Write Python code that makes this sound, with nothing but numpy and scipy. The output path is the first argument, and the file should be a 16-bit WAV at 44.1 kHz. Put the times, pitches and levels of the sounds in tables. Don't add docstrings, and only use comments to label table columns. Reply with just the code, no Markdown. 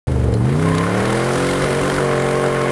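import sys
import numpy as np
from scipy import signal
from scipy.io import wavfile
from scipy.ndimage import uniform_filter1d

SR = 44100
rng = np.random.default_rng(int(sys.argv[2]) if len(sys.argv) > 2 else 0)


def to_wav(s):
    ch = np.atleast_2d(s).T
    pcm = np.round(np.clip(ch, -1, 1) * 32767)
    wavfile.write(sys.argv[1], SR, pcm.astype(np.int16))


def makeup_ratio(level_db):
    decades = np.asarray(level_db, float) / 20
    return 10 ** decades


N = 119511


def at_hz(points, hz):
    freqs, levels = np.array(points).T
    return np.interp(np.log(hz), np.log(freqs), levels)


def rms_one(x):
    return x / np.sqrt(np.mean(x ** 2) + 1e-20)


def in_time(rows):
    times, *columns = np.transpose(rows)
    return [np.interp(np.arange(N) / SR, times, column) for column in columns]


def spans(rows, ramp):
    t = np.arange(N) / SR
    inside = sum((t > row[0]) * (t < row[1]) * 1. 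for row in rows)
    return uniform_filter1d(inside, size=ramp)


def drift(rate):
    step = 40
    pole = np.exp(-2 * np.pi * rate * step / SR)
    white = rng.standard_normal(N // step + 2002)
    slow = signal.lfilter([1], [1, -2 * pole, pole * pole], white)[2000:]
    return np.interp(np.arange(N) / step, np.arange(len(slow)), rms_one(slow))


def resonate(x, hz, width_hz):
    r = np.exp(-np.pi * width_hz / SR)
    poles = [1, -2 * r * np.cos(2 * np.pi * hz / SR), r * r]
    return signal.lfilter([(1 - r * r) / 2, 0, (r * r - 1) / 2], poles, x)


def banded(spectrum, patchy_db):
    lowest, highest = spectrum[0][0], spectrum[-1][0]
    edges = lowest * 2 ** np.arange(0, np.log2(highest / lowest) + 1 / 3, 1 / 3)
    together, white = drift(20.0), rng.standard_normal((2, N))
    out = 0
    for k, (low, high) in enumerate(zip(edges, edges[1:])):
        third_octave = signal.butter(2, [low, high], "band", fs=SR, output="sos")
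        band = signal.sosfilt(third_octave, white[k % 2])
        flicker_db = patchy_db * (0.4 * together + drift(11))
        out = out + band * makeup_ratio(at_hz(spectrum, np.sqrt(low * high)) + flicker_db)
    return rms_one(out)


def bump(turn, centre, width):
    return np.exp((np.cos(2 * np.pi * (turn - centre)) - 1) / (2 * np.pi * width) ** 2)


# (multiple of cycle rate [1], level [dB])
COASTING_ORDERS = [(1, -31), (2, -19), (3, 0), (4, -11), (5, 0), (6, -16), (7, -22), (8, -9), (9, -25),
                   (10, -17), (11, -11), (12, -18), (13, -17), (14, -22), (15, -20), (16, -14), (17, -19),
                   (18, -22), (19, -16)]
BITING_ORDERS = [(1, -32), (2, -19), (3, -12), (4, -20), (5, 4), (6, -20), (7, -19), (8, -4), (9, -19),
                 (10, -10), (11, -21), (12, -23), (13, -9), (14, -25), (15, -20), (16, -18), (17, -23),
                 (18, -19), (19, -24)]
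PULLING_ORDERS = [(1, -28), (2, -20), (3, -5), (4, -14), (5, 1), (6, -25), (7, -24), (8, -6), (9, -15),
                  (10, -12), (11, -19), (12, -21), (13, -7), (14, -17), (15, -18), (16, -16), (17, -21),
                  (18, -16), (19, -21)]
STRAINING_ORDERS = [(1, -19), (2, -15), (3, -2), (4, -18), (5, -3), (6, -13), (7, -15), (8, -7.5),
                    (9, -15.5), (10, -7), (11, -2.5), (12, -1), (13, -5), (14, -8), (15, -15), (16, -8.5),
                    (17, -22), (18, -10), (19, -4)]
CLIMBING_ORDERS = [(1, -18), (2, -18), (3, -1), (4, -12), (5, -5), (6, -11), (7, -22), (8, -1), (9, -12),
                   (10, -9), (11, -4), (12, -15), (13, -9), (14, -9), (15, -21), (16, -15), (17, -17),
                   (18, -13), (19, -19)]
HOWLING_ORDERS = [(1, -19), (2, -20), (3, -2), (4, -11), (5, -8), (6, -9), (7, -25), (8, -2), (9, -7),
                  (10, 0), (11, -7), (12, -29), (13, -2), (14, -14), (15, -19), (16, -15), (17, -13),
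                  (18, -21), (19, -21)]
MISSING_ORDERS = [(1, -10), (2, -11), (3, -3), (4, -4), (5, -23), (6, -1), (7, -9), (8, -2), (9, -6),
                  (10, -9), (11, 0), (12, -25), (13, -9), (14, -17), (15, -15), (16, -17), (17, -18),
                  (18, -22), (19, -23)]
STATE_HZ = [25.7, 33, 39.5, 43.5, 45.6]


def order_gain(k, hz, opened, miss):
    states = (BITING_ORDERS, PULLING_ORDERS, STRAINING_ORDERS, CLIMBING_ORDERS, HOWLING_ORDERS)
    driven_db = np.interp(hz, STATE_HZ, [orders[k - 1][1] for orders in states])
    db = opened * driven_db + (1 - opened) * COASTING_ORDERS[k - 1][1]
    return makeup_ratio(db + miss * (MISSING_ORDERS[k - 1][1] - db))


BEATS = [0, 2, 5]
BEAT_STRENGTHS = [1, 1, 2.5]
# (cycle rate [1/s], shift [rad])
PIPE_SHIFT = [(33, .1), (43.5, .65), (45, 1.75)]


def beat_phase(k, hz, opened):
    beats = np.exp(-2j * np.pi * k * np.array(BEATS) / 8)
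    strengths = BEAT_STRENGTHS if k < 7 else np.ones(3)
    from_third = k - 3
    coast = np.angle(beats @ strengths) - 1.0 + 1.8 * from_third
    pull = np.angle(beats.sum()) + 1.6 + np.interp(hz, *np.transpose(PIPE_SHIFT)) * from_third
    return np.angle((1 - opened) * np.exp(1j * coast) + opened * np.exp(1j * pull))


# (start [s], end [s])
MISFIRES = [
    (1.355, 1.62),
    (1.63, 1.65),
    (1.81, 1.885),
    (1.92, 2),
]
# (start [s], end [s])
UNSTEADY = [
    (.3, 0.32),
    (.98, 1.16),
    (1.58, 2.02),
]


def exhaust(hz, turn):
    throttle_s, throttle_rise_s = 0.34, 0.049
    pipe_hz, pipe_width_hz = 470, 68
    wander_db, wander_rad, wander_per_s = 1.0, 0.13, 12
    stumble_rad = 2.04
    t = np.arange(N) / SR
    opened = np.clip((t - throttle_s) / throttle_rise_s + 0.5, 0, 1)
    miss, shaky = spans(MISFIRES, ramp=400), spans(UNSTEADY, ramp=2000)
    out, power = 0, 0
    for k in range(1, len(HOWLING_ORDERS) + 1):
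        high = max(k - 8, 0)
        gain = order_gain(k, hz, opened, miss) * makeup_ratio(-0.6 * high * shaky)
        rough = (1 + 2.0 * shaky) * (1 + 0.12 * high)
        pipe_lag = np.pi / 2 + np.arctan((k * hz - pipe_hz) / pipe_width_hz)
        lag = pipe_lag + stumble_rad * miss * rng.uniform(-0.77, 1)
        swell = makeup_ratio(wander_db * (0.5 + shaky) * drift(wander_per_s))
        jitter = wander_rad * rough * drift(wander_per_s)
        phase = 2 * np.pi * k * turn + beat_phase(k, hz, opened) - lag + jitter
        out = out + gain * swell * np.cos(phase)
        power = power + gain ** 2 / 2
    return out / np.sqrt(power)


# (frequency [Hz], density [dB per Hz])
RUMBLE_SPECTRUM = [(22, -34), (45, -3.5), (139, -4), (314, -8), (477, -2), (1000, -14), (1300, -45),
                   (2200, -120)]


def rumble():
    return makeup_ratio(-13) * banded(RUMBLE_SPECTRUM, patchy_db=1.0)


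# (frequency [Hz], density [dB per Hz])
ROAR_SPECTRUM = [(380, -50), (650, -4), (1080, -1.5), (1190, 0.5), (2130, -7.5), (4000, -32), (5200, -49),
                 (8800, -120)]
# (frequency [Hz], width [Hz], level [dB])
RESONANCES = [(1454, 185, -13), (1728, 130, -13.5), (2095, 87, -13.5), (3100, 350, -17.5)]
PUFF_TURN = 0.34


def roar(turn):
    bark = 0.35
    strength = makeup_ratio(1.65 * drift(78))
    beats = sum(bump(turn, beat / 8 + 0.075, 0.089) for beat in BEATS)
    gate = 1 - bark + bark * 2 * strength * beats
    gate = gate + 0.63 * strength * bump(turn, PUFF_TURN, 0.051)
    white = gate * rng.standard_normal(N)
    rings = 0
    for hz, width_hz, db in RESONANCES:
        ring = resonate(resonate(white, hz, width_hz), hz, width_hz)
        rings = rings + makeup_ratio(db) * rms_one(ring)
    return rms_one(gate * banded(ROAR_SPECTRUM, patchy_db=1.06) + rings)


# (start [s], end [s], frequency [Hz], level [dB])
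SQUEAL = [
    (0.664, 0.92, 1041, -27.5),
    (0.966, 1.357, 1082, -33),
    (1.414, 2.02, 1042, -34.5),
    (2.036, 2.75, 1079, -30.5),
]


def squeal():
    width_hz, octave_db = 63, -7.5
    t = np.arange(N) / SR
    in_phase, quadrature, octave = drift(width_hz / 2), drift(width_hz / 2), drift(width_hz)
    out = 0
    for start_s, end_s, hz, db in SQUEAL:
        phase = 2 * np.pi * hz * t
        tone = in_phase * np.cos(phase) + quadrature * np.sin(phase)
        tone = tone + makeup_ratio(octave_db) * octave * np.cos(2 * phase)
        out = out + spans([(start_s, end_s)], ramp=1500) * makeup_ratio(db) * tone
    return out


# (time [s], peak level [dB], frequency [Hz], t60 [s])
TICKS = [(.3385, -33, 4100, .03), (.339, -37, 5000, 0.023), (.3395, -33, 7160, .015),
         (.340, -37, 9940, 0.051), (.351, -35, 4200, 0.027), (1.488, -15.5, 2130, 0.037),
         (1.533, -26, 2800, .025), (1.554, -24, 3100, 0.026), (1.833, -24, 2750, .03),
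         (1.898, -19.5, 3130, 0.028), (.165, -19, 460, 0.12), (.203, -20, 456, .1),
         (.243, -16.5, 450, 0.11), (.286, -12.5, 460, 0.092), (.326, -15, 471, 0.13), (.35, -11, 432, .08),
         (2.4375, -13, 710, .025), (2.459, -18, 625, 0.02)]


def ticks():
    out, t = np.zeros(N + SR), np.arange(4000) / SR
    for s, db, hz, t60 in TICKS:
        start = int(s * SR)
        rise = 1 - np.exp(-t * hz / 0.74)
        out[start:start + 4000] += makeup_ratio(db - 60 * t / t60) * rise * np.sin(2 * np.pi * hz * t)
    return out[:N]


# (time [s], peak level [dB])
RASPS = [(0.3382, -21.5), (0.75, -19), (0.7816, -13), (0.9773, -22), (1.0545, -15), (1.269, -32),
         (1.291, -25), (1.3125, -30), (1.381, -19), (1.4024, -21), (1.4238, -18), (1.4442, -30),
         (1.4667, -18), (1.5103, -16.5), (1.5335, -20), (1.5555, -30), (1.577, -28), (1.6225, -17),
         (1.641, -15), (1.8345, -25), (1.856, -25), (1.8982, -17.5), (1.9187, -23), (1.9406, -18),
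         (1.9625, -21), (1.985, -24), (2.3103, -20), (2.3534, -19), (2.3966, -24), (2.4155, -26),
         (2.4614, -19), (2.6151, -20)]


def rasps():
    level_db, t60_s, rise_s = -2, 0.02, 0.0015
    band = signal.butter(1, [1400, 4200], "band", fs=SR, output="sos")
    out, t = np.zeros(N + SR), np.arange(4000) / SR
    for s, db in RASPS:
        start = int(s * SR)
        burst = rms_one(signal.sosfilt(band, rng.standard_normal(4000)))
        envelope = makeup_ratio(db + level_db - 60 * t / t60_s) * (1 - np.exp(-t / rise_s))
        out[start:start + 4000] += envelope * burst
    return out[:N]


# (frequency [Hz], density [dB per Hz])
HISS_SPECTRUM = [(1600, -37), (2600, -1.5), (4000, -2.5), (6500, -7.5), (9500, -4), (11500, -7.5),
                 (13000, -11.5), (16000, -18.5)]


def hiss(turn):
    scatter = makeup_ratio(4.5 * drift(17))
    puff = 0.37 * scatter * bump(turn, PUFF_TURN, 0.1)
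    return rms_one((1 + puff) * banded(HISS_SPECTRUM, patchy_db=1.0))


# (time [s], cycle rate [1/s])
ENGINE = [(.08, 26.47), (.25, 23.61), (.35, 22.6), (.42, 23.7), (.5, 27.07), (.6, 31.72), (.66, 33.08),
          (.76, 32.74), (.91, 36.17), (1.03, 39.31), (1.2, 42.88), (1.31, 44.4), (1.6, 46.38), (1.8, 46.92),
          (2.0, 47.08), (2.17, 45.61), (2.44, 46.13), (2.71, 45)]
# (time [s], level [dB])
NOTE = [(0.08, -16.5), (0.36, -16), (0.45, -14), (0.52, -16.5), (0.7, -15.5), (0.91, -19.5), (0.93, -18),
        (1.89, -19), (1.96, -21), (2.01, -17.5), (2.42, -18), (2.47, -16.5), (2.51, -19), (2.71, -18)]
# (time [s], roar level [dB], hiss level [dB])
LOAD = [(.08, -39, -46), (.42, -40.5, -47.5), (.48, -35, -43.5), (.67, -31.5, -39), (1.0, -27, -36.5),
        (1.4, -27, -33), (1.95, -27, -35), (2.1, -28, -37), (2.71, -27.5, -38)]


def scene():
    (hz,), (note_db,), (roar_db, hiss_db) = in_time(ENGINE), in_time(NOTE), in_time(LOAD)
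    turn = 0.145 + np.cumsum(hz) / SR
    mix = makeup_ratio(note_db) * (exhaust(hz, turn) + rumble())
    mix = mix + makeup_ratio(roar_db + 2) * roar(turn)
    mix = mix + squeal() + ticks() + rasps()
    mix = mix + makeup_ratio(hiss_db + 1.5) * hiss(turn)
    return mix[None, :]


def top_cut(x):
    return signal.sosfilt(signal.butter(12, 15720, fs=SR, output="sos"), x)


def record(dry):
    start_s, gap_hz, top_hz, top_db = 0.07, 11740, 15700, -10
    x = dry * np.clip((np.arange(N) / SR - start_s) / 0.0007, 0, 1)
    main_band = signal.cheby2(12, 40, gap_hz, fs=SR, output="sos")
    top_band = signal.cheby2(10, 40, [gap_hz, top_hz + 300], "band", fs=SR, output="sos")
    droop = signal.butter(3, 13700, fs=SR, output="sos")
    low = signal.sosfilt(main_band, x)
    top = signal.sosfilt(droop, signal.sosfilt(top_band, x))
    return top_cut(low + makeup_ratio(top_db) * top)


dry = scene()
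out = record(dry)
to_wav(out)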